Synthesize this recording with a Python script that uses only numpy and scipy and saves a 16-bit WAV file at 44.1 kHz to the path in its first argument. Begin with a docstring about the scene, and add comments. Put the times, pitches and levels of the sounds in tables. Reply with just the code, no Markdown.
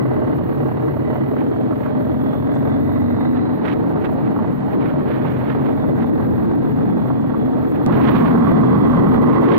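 """A dull, throbbing roar with firing tones in it: a twin-cylinder motorcycle pulls along a gravel trail.
Periodic firing gives the tones and modulates the roar and the buzzing panels; a thin hiss lies on top.
Stones strike the frame and excite its modes, and turbulent wind scuffs the right port of a two-port
microphone on the handlebar. A limiter holds the peaks; near the end the gain jumps up with a tick."""
import sys
import numpy as np
from scipy import signal
from scipy.fft import rfft, irfft
from scipy.io import wavfile
from scipy.ndimage import uniform_filter1d, minimum_filter1d

SR = 44100
rng = np.random.default_rng(int(sys.argv[2]) if len(sys.argv) > 2 else 0)


def persist_wave(psi):
    """Save psi, clipped to +-1, as 16-bit WAV."""
    counts = np.round(np.clip(psi, -1, 1) * 32767).astype(np.int16)
    wavfile.write(sys.argv[1], SR, np.atleast_2d(counts).T)


N = 422478
T, HZ = np.arange(N) / SR, np.fft.rfftfreq(N, 1 / SR)
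JUMP_S = 7.863  # the gain steps up here


def amp(db):
    """Amplitude ratio of a level in dB."""
    return 10 ** (np.asarray(db) / 20)


def unit_rms(x):
    """Normalisation to rms 1."""
    return x / np.sqrt(np.mean(x ** 2) + 1e-20)


def over_hz(rows):
    """Interpolation of a table's columns over log frequency."""
    f, *columns = np.transpose(rows)
    return [np.interp(np.log(HZ + 1), np.log(f), c) for c in columns]


def over_time(rows):
    """Interpolation of a table's columns over time."""
    s, *columns = np.transpose(rows)
    return [np.interp(T, s, c) for c in columns]


def drift(rate_hz):
    """Random fluctuation of rms 1: noise low-passed near rate_hz."""
    hz = np.fft.rfftfreq(8192, N / SR / 8192)
    slow = irfft(rfft(rng.standard_normal(8192)) * np.exp(-(hz / rate_hz) ** 2))
    return unit_rms(np.interp(T, np.linspace(0, N / SR, 8192), slow))


def lorentzian(f, hz, width):
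    """Resonance curve of height 1, centred on hz."""
    return 1 / (1 + (2 * (f - hz) / width) ** 2)


def resonance(envelope, hz, width):
    """Forced response, at rms 1, of a resonator to modulated noise; hz may glide."""
    force = rng.standard_normal(N) * envelope
    carrier = np.exp(2j * np.pi * np.cumsum(hz * np.ones(N)) / SR)
    pole = np.exp(-np.pi * width / SR)
    baseband = signal.lfilter([1], np.convolve([1, -pole], [1, -pole]), force / carrier)
    return unit_rms((carrier * baseband).real)


def exhaust_throb(turns, second_puff, depth):
    """Amplitude modulation by two decaying puffs a cycle, no two firings alike."""
    puffs = np.exp(-(turns % 1) / 0.15) + second_puff * np.exp(-((turns - 0.47) % 1) / 0.2)
    firing_index = (2 * turns + 0.06).astype(int)
    uneven_db = 2.5 * np.clip(rng.standard_normal(600), -2, 1.5)[firing_index]
    return (1.2 - 0.75 * depth + 1.5 * depth * puffs * amp(uneven_db)) * amp(1.5 * drift(16.3))


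def firing_tones(turns, cycle_hz, odd_db):
    """Harmonic series of the engine cycle; pipe resonances lift the orders that cross them."""
    # orders 3 to 14, some favoured by uneven firing: level/dB
    low_orders_db = [-34, -27, -27, -27, -23, -27, -34, -24, -33, -28, -28, -39]
    # exhaust pipe resonances: f/Hz, width/Hz, lift/dB
    pipe_modes = [(248, 40, 5), (128, 22, 7)]
    high_orders_db = [-34.5 if k % 2 else -33.5 for k in range(15, 31)]
    out = 0
    for k, db in enumerate(low_orders_db + high_orders_db, 3):
        pipe_db = sum(lift * lorentzian(k * cycle_hz, hz, width) for hz, width, lift in pipe_modes)
        level_db = db + pipe_db + odd_db * (k % 2) + 2 * drift(5.7)
        out = out + amp(level_db) * np.cos(2 * np.pi * (k * turns + rng.random()))
    return out


def roar(throb, bass_db, low_boom_db, high_boom_db):
    """Band-split noise, two independent signals: bass, then boom and clatter modulated by the firing."""
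    bass_band, clatter_band = 1 / (1 + (HZ / 165) ** 6), 1 / (1 + (520 / (HZ + 1)) ** 8)
    boom_band = (1 - bass_band) * (1 - clatter_band)
    split, dull = 1 / (1 + (HZ / 275) ** 10), 1 / (1 + (HZ / 1800) ** 4)
    chug = unit_rms(uniform_filter1d(throb, size=500) * amp(1.5 * drift(14)))  # one lump to a firing
    pair = []
    for a, b, c in rng.standard_normal((2, 3, N)):
        bass = rfft(a * amp(bass_db)) * np.sqrt(bass_band)
        boom = rfft(b * chug * amp(low_boom_db)) * split + rfft(b * chug * amp(high_boom_db)) * (1 - split)
        clatter = rfft(c * throb) * dull + rfft(c * np.sqrt(throb)) * (1 - dull)  # treble throbs less
        pair.append(irfft(bass + boom * np.sqrt(boom_band) + clatter * amp(-2.5) * np.sqrt(clatter_band), N))
    return pair


def ports(common, left_only, tones):
    """Partial coherence: the left port mixes the right's roar, phase-shifted, with its own."""
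    # response of the ports: f/Hz, left/dB, right/dB, coherence, left lag/rad
    response = [(30, -35, -27.5, 0.4, 8), (57, -24.5, -27, 0, -1.5), (94.4, -17.5, -6.5, 0.8, 4.5),
                (130, -7.5, -16, 0.6, 0), (142, -7.5, -15.5, 0.1, -0.4), (165, -8.5, -10, 0.5, 4),
                (210, -8.5, -8.5, 0.3, 2.5), (252.3, -2, -3.5, 0.96, 2.5), (326.6, 0, -0.5, 0.96, 2.5),
                (368.3, -10.5, -7.5, 0.54, 2.5), (448.3, -4, -10, 0.74, 2.5), (612, -23, -15.5, 0.15, 6),
                (737, -22.5, -10.5, 0.4, -10.5), (970, -23.5, -20.5, 1, -5), (1552, -32, -24.5, 0.4, -4),
                (2520, -47, -45.5, 0.8, -1), (4240, -52.5, -50.5, 0, -4.5), (6200, -82, -82, 0.15, -28.5)]
    # housing resonances: f/Hz, width/Hz, left lift/dB, right lift/dB
    housing_modes = [(117.6, 22, 1.5, 0), (1505, 180, -3.5, -11), (1910, 140, 6.5, 5.5), (736, 150, -7, -1)]
    # path of the firing tones to the left port: f/Hz, lag/rad, level/dB
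    tone_path = [(90, 1.1, 0), (115, 0, -4), (143, 0.2, -4), (155, 2.6, -1), (200, 2.4, 1), (240, 1.9, 0),
                 (265, 1.8, 0), (295, 2.4, -1), (700, 2.5, -1)]
    left_db, right_db, coherence, lag = over_hz(response)
    for hz, width, left_lift_db, right_lift_db in housing_modes:
        left_db += left_lift_db * lorentzian(HZ, hz, width)
        right_db += right_lift_db * lorentzian(HZ, hz, width)
    coherence = np.clip(coherence, 0, 1)
    tone_lag, tone_db = over_hz(tone_path)
    left = coherence * np.exp(-1j * lag) * rfft(common) + np.sqrt(1 - coherence ** 2) * rfft(left_only)
    left += amp(tone_db) * np.exp(-1j * tone_lag) * rfft(tones)
    return irfft([left * amp(left_db), rfft(common + tones) * amp(right_db)], N)


def panel_buzz(throb, load_db):
    """Forced vibration of pipe and panels; their balance shifts with load and at the jump."""
    # modes: f/Hz, width/Hz, left/dB, right/dB, slope/(dB per dB of load), change at jump/dB, left sign
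    panel_modes = [(626, 160, -25, -31.5, 5.5, -7.5, -1), (164, 43, -18, -24, -2, 11, 1),
                   (233.5, 64, -15, -12.5, -1, 11, 1), (777, 230, -31, -15.5, 0, 5.5, -1),
                   (970, 740, -27.5, -23, 1, -7, 1), (1080, 276, -27, -12, 3, 17, 1),
                   (1530, 220, -17.5, -30.5, 0.5, 2, -1), (1994, 140, -26.5, -13, 5, 10.5, -1)]
    jumped = np.clip((T - JUMP_S) / 0.0033, 0, 1)
    out = 0
    for hz, width, left_db, right_db, slope, change_db, sign in panel_modes:
        buzz = resonance(throb, hz, width) * amp(slope * load_db + change_db * jumped)
        out += buzz * amp([[left_db], [right_db]]) * [[sign], [1]]
    return out


def hum_and_drone(throb):
    """Narrow-band noise: resonances near 130 and 245 Hz swell and fade."""
    # the two resonances: f/Hz, width/Hz, left/dB, right/dB
    modes = [(132.6, 29, -17.5, -10.5), (246.2, 40, -13, -12)]
    # their swells: t/s, hum level/dB, drone level/dB
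    swells = [(0, 3, -4), (.5, 11, -9), (1.25, 8, -6), (1.45, -2, -8), (2.0, -3, -3), (2.8, 0.5, -2),
              (3.4, -1, 5), (3.6, 2.5, -8), (4.1, 0.5, 1), (4.8, -3, -8.5), (5.5, 5.5, 3), (6.3, 4, 3.5),
              (7.0, -4.5, 0), (7.8, -0.5, -3), (8.0, -3, 0.5), (8.5, 1, -5), (9.1, -6.5, -0.5),
              (9.58, -2.5, -6.5)]
    return sum(resonance(throb, hz, width) * amp(swell_db) * amp([[left_db], [right_db]])
               for (hz, width, left_db, right_db), swell_db in zip(modes, over_time(swells)))


def growl(throb, level_db):
    """Forced vibration of tank and fairing, in antiphase at the two ports."""
    # tank and fairing modes: f/Hz, width/Hz, left/dB, right/dB
    modes = [(612.6, 48, -15, 6.5), (407, 56, -0.5, -2.5)]
    return sum(resonance(throb, hz, width) * amp(level_db) * amp([[left_db], [right_db]])
               for hz, width, left_db, right_db in modes) * [[-1], [1]]


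def gear_whine(throb, cycle_hz, tones_db):
    """Tooth meshing: a noise band at a fixed multiple of the engine's cycle rate."""
    teeth_per_cycle = 158
    whine = resonance(np.sqrt(throb), teeth_per_cycle * cycle_hz, width=260)
    return whine * amp(-29 + 0.6 * tones_db + 1.5 * drift(6)) * [[-0.6], [1]]


def engine():
    """Periodic excitation: one firing cycle times the tones, the roar and the resonances."""
    # engine speed, which a gear change drops: t/s, cycle rate/Hz
    speed = [(0, 18.4), (.4, 18.3), (.8, 17.75), (1.2, 18.8), (1.5, 20.5), (1.9, 20.5), (2.1, 21.15),
             (2.5, 21.75), (2.7, 22.6), (2.85, 23.0), (3.0, 24.05), (3.2, 23.95), (3.45, 25.0), (3.6, 24.5),
             (3.9, 17.8), (4.05, 17.8), (5.4, 21.55), (5.9, 22.4), (6.4, 22.5), (7.0, 21.45), (7.4, 21.2),
             (8.2, 21.4), (9.58, 20.4)]
    # load and timbre: t/s, load/dB, bass/dB, boom near 240 Hz/dB, boom near 310 Hz/dB, growl/dB
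    load = [(0, -0.5, 1, 0.5, 1.5, -11), (.5, -3.5, 1, -5.5, 0, -16), (1.2, -0.5, -3, -5, -1, -10),
            (1.45, -4.5, -3.5, -5.5, 1.5, -19.5), (1.9, -3, -5.5, -1, -2.5, -6),
            (2.5, -2.5, -3, -1, -2.5, -14.5), (3.0, -0.5, 2.5, -5, -4, -15), (3.45, -2, 2, 4.5, -5.5, -24),
            (3.6, -7, -3, 1.5, -1, -18), (4.1, -6.5, 4.5, -0.5, -1, -18.5),
            (4.5, -1.5, -3.5, 7.5, -3, -15.5), (5.0, -8, -2, -3.5, -0.5, -14),
            (5.9, -2, 2.5, 4.5, -0.5, -10.5), (6.3, -4, 4.5, 4, -0.5, -35),
            (7.0, -3, 2.5, 7.5, -1.5, -26.5), (7.85, -3.5, -1.5, 2, 0, -25),
            (8.5, -3.5, -2.5, 2.5, -3, -25), (9.2, -3, 4, 3.5, -2, -33), (9.58, -2, -13, -7.5, 8, -27)]
    # firing: t/s, tone level/dB, odd-order change/dB, second puff re first, depth of throb
    firing = [(0, -5, 0, .5, .9), (.8, -5, 0, .4, 1), (1.5, -3, -1, .4, 1), (1.9, -3, -2, .3, 1),
              (2.1, 1, -3, .3, 1), (2.5, 1, -2, .9, 1), (3.0, 2, 0, .9, 1), (3.4, 1, 0, .9, .9),
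              (3.53, -9, 0, .6, .5), (4.0, -7, -2, .5, .6), (5.0, -5, -2, .7, .6), (5.5, -3, -1, .95, .9),
              (6.1, -3, -2, .95, .9), (6.5, -6, -3, .6, .7), (7.2, -5, -3, .5, .9), (7.8, -4, -4, .7, .7),
              (7.9, -1, -9, .9, .5), (9.0, -1, -9, .9, .5), (9.58, -4, -9, .9, .5)]
    cycle_hz, = over_time(speed)
    load_db, bass_db, low_boom_db, high_boom_db, growl_db = over_time(load)
    tones_db, odd_db, second_puff, depth = over_time(firing)
    turns = np.cumsum(cycle_hz * (1 + 0.0027 * drift(4.2))) / SR  # phase in engine cycles
    throb = exhaust_throb(turns, second_puff, depth)
    tones = amp(tones_db) * firing_tones(turns, cycle_hz, odd_db)
    common, left_only = roar(throb, bass_db, low_boom_db, high_boom_db)
    out = unit_rms(ports(common, left_only, tones)) * amp(9)
    out += panel_buzz(throb, load_db) + hum_and_drone(throb) + growl(throb, growl_db)
    return (out + gear_whine(throb, cycle_hz, tones_db)) * amp(-25)


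def hiss():
    """Partly coherent treble noise; its low and high bands flicker independently."""
    # hiss spectrum: f/Hz, level/dB
    spectrum = [(4500, -23.5), (5500, -16.5), (7000, -16), (10200, -19), (11500, -6), (13200, 0),
                (14500, -7), (15700, -4.5)]
    # likeness of left and right: f/Hz, coherence
    likeness = [(5000, 0.34), (6500, 1), (10800, 1), (12900, .25), (15000, .55)]
    # hiss envelope: t/s, level/dB
    envelope = [(0, -58), (2.9, -56.5), (3.5, -59.5), (5.0, -58.5), (5.4, -56.5), (6.2, -57), (7.8, -58.5),
                (7.9, -60), (8.14, -54), (8.4, -58.5), (9.58, -58.5)]
    coherence = np.clip(over_hz(likeness)[0], 0, 1)
    noise = rng.standard_normal((2, N))
    low, high = (rfft(noise * amp(2.3 * drift(20) + drift(90))) for _ in range(2))
    right, left_only = np.where(HZ > 10300, high, low)
    left = coherence * right + np.sqrt(1 - coherence ** 2) * left_only
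    pair = irfft(np.array([left, right]) * amp(over_hz(spectrum)[0]), N)
    return unit_rms(pair) * amp(over_time(envelope)[0] + [[1], [-1]])  # leans left


def stones():
    """Impact excitation: each stone rings the frame's damped modes, most those near its own pitch."""
    # stone strikes: t/s, peak level at the right port before limiting/dB, f/Hz
    strikes = [(0.053, -0.5, 624), (0.111, -8, 600), (0.408, -2.5, 630), (0.582, -9, 630), (0.632, -1, 710),
               (0.802, -18, 700), (0.967, -1, 633), (1.13, -4.5, 616), (1.183, -10, 600), (1.334, -4, 649),
               (1.726, -5, 1220), (1.861, -3, 923), (2.067, -3, 620), (2.35, -5.5, 614), (2.486, -6, 600),
               (2.623, -6, 600), (2.886, -5, 560), (3.841, -5, 1080), (4.091, -5, 800), (4.125, -3, 624),
               (4.363, -2.5, 1200), (4.389, -1, 910), (4.444, 1, 706), (4.908, -5, 635), (5.057, -8, 750),
               (5.101, -3, 600), (5.429, -7, 681), (5.841, 0, 890), (5.931, -7, 620), (7.056, -4, 700),
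               (7.102, 0, 905), (7.17, -10, 950), (7.195, -4.5, 910), (7.242, -3, 614), (7.336, -7, 1200),
               (7.344, -0.5, 1000), (7.477, -4, 600), (7.568, -3, 675), (7.893, -2, 773), (8.149, 1, 1140),
               (8.409, -15, 1090), (8.47, -1, 1060), (8.647, -9, 845), (8.934, -3, 1090), (9.07, -2, 1050),
               (9.241, -2, 1060), (9.272, -7, 673), (9.394, -9, 1060), (9.417, -11, 600)]
    # frame modes: f/Hz, level/dB, T60/s
    frame_modes = [(456, -0.5, 0.0045), (598, 7, 0.027), (775, 1, 0.0097), (927, 9.5, 0.015),
                   (1101, 4.5, 0.03), (1280, 2, 0.023), (1530, -10.5, 0.011)]
    grit_per_s, attack_s = 9, 0.00096
    when, size, pitch = rng.random((int(grit_per_s * N / SR), 3)).T
    grit = zip(when * N / SR, -20 - 6.8 * np.log(0.08 + size), 550 * 2.3 ** pitch)
    out, t = np.zeros(N + 2000), np.arange(2000) / SR
    attack = 1 - np.exp(-(t / attack_s) ** 2)
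    for s, db, hz in strikes + list(grit):
        ring = sum(amp(mode_db - 12 * abs(np.log2(f / hz)) - 60 * t / t60) * np.sin(2 * np.pi * f * t)
                   for f, mode_db, t60 in frame_modes)
        out[round(s * SR):][:2000] += amp(db) * ring / abs(ring).max() * attack
    return out[:N] * amp([[-12], [0]])


def wind():
    """Turbulence, mostly at the right port: gusts rise, hold and fall, brighter the stronger."""
    # gusts: t/s, duration/s, level/dB
    gusts = [(1.398, 0.012, -33), (1.837, 0.055, -37), (3.37, 0.0065, -31.5), (3.646, 0.045, -28.5),
             (3.697, 0.0077, -28), (3.716, 0.023, -28), (4.046, 0.02, -29.5), (4.274, .005, -31),
             (4.737, 0.0049, -32), (4.816, 0.087, -33), (5.002, 0.0044, -34), (5.077, 0.088, -34),
             (5.092, 0.63, -35), (5.276, 0.011, -33), (5.496, 0.031, -33.5), (5.674, .01, -33),
             (6.007, 0.025, -30.5), (7.757, .01, -34), (7.924, 0.13, -33.5), (8.032, 0.025, -31.5),
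             (8.075, 0.023, -27.5), (8.122, 0.011, -28.5), (8.146, 0.037, -27.5), (8.19, 0.12, -32.5),
             (8.482, 0.021, -35), (9.298, 0.057, -34.5), (9.436, 0.063, -32), (9.508, 0.095, -28.5)]
    # turbulence spectrum: f/Hz, level/dB
    spectrum = [(300, -11), (900, 10.5), (1800, 5), (3000, -8), (3800, -15), (4600, -26), (5500, -36),
                (8000, -46.5), (10500, -42.5), (13000, -39.5), (15500, -41.5)]
    calm_db, strong_db, rise_db_per_s, bright_hz = -47.5, -34, 446.5, 2650
    power = amp(calm_db) ** 2
    for s, length, db in gusts:
        fall_db_per_s = 555.5 + 250 * max(db - strong_db, 0)  # strong gusts break off faster
        before, after = np.maximum(s - T, 0), np.maximum(T - s - length, 0)
        power = power + amp(db - rise_db_per_s * before - fall_db_per_s * after) ** 2
    lumps = np.sqrt(power) * amp(2 * drift(150))
    brightness = amp(0.87 * np.maximum(10 * np.log10(power) - strong_db, 0)) - 1
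    colour = amp(over_hz(spectrum)[0])
    noise = np.array([unit_rms(irfft(rfft(x) * colour, N)) for x in rng.standard_normal((2, N))])
    treble = irfft(rfft(noise) / (1 + (bright_hz / (HZ + 1)) ** 6), N)
    return (noise + brightness * treble) * lumps * amp([[-14], [0]])


def ticks():
    """Steps with exponential decay, weaker and inverted at the left port; the loudest comes with the gain jump."""
    # dry ticks, the loudest where the gain jumps: t/s, level/dB
    steps = [(3.734, -25), (4.049, -27), (6.028, -40), (7.8633, -10), (8.08, -31), (8.265, -36)]
    pressure = sum(amp(db) * (T > s) * np.exp(-np.maximum(T - s, 0) / 0.0015) for s, db in steps)
    return pressure * [[-0.32], [1]]


def scene():
    """Superposition of the sources at the two ports."""
    return engine() + hiss() + stones() + wind()


def record(dry):
    """Peak limiting, then a step in gain, added ticks and a low-pass band limit."""
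    threshold_db, jump_db, cutoff_hz = -9, 4, 15770
    headroom_db = threshold_db - 20 * np.log10(abs(dry).max(0) + 1e-9)
    duck_db = uniform_filter1d(minimum_filter1d(np.minimum(headroom_db, 0), size=300), size=260)
    jumped = np.clip((T - JUMP_S) / 0.0025, 0, 1)
    limited = dry * amp(0.89 * duck_db + jump_db * jumped)
    low_pass = signal.firwin(1023, cutoff_hz, window=("kaiser", 8), fs=SR)
    return signal.oaconvolve(limited + ticks(), low_pass[None], "same")


dry = scene()
out = record(dry)
persist_wave(out)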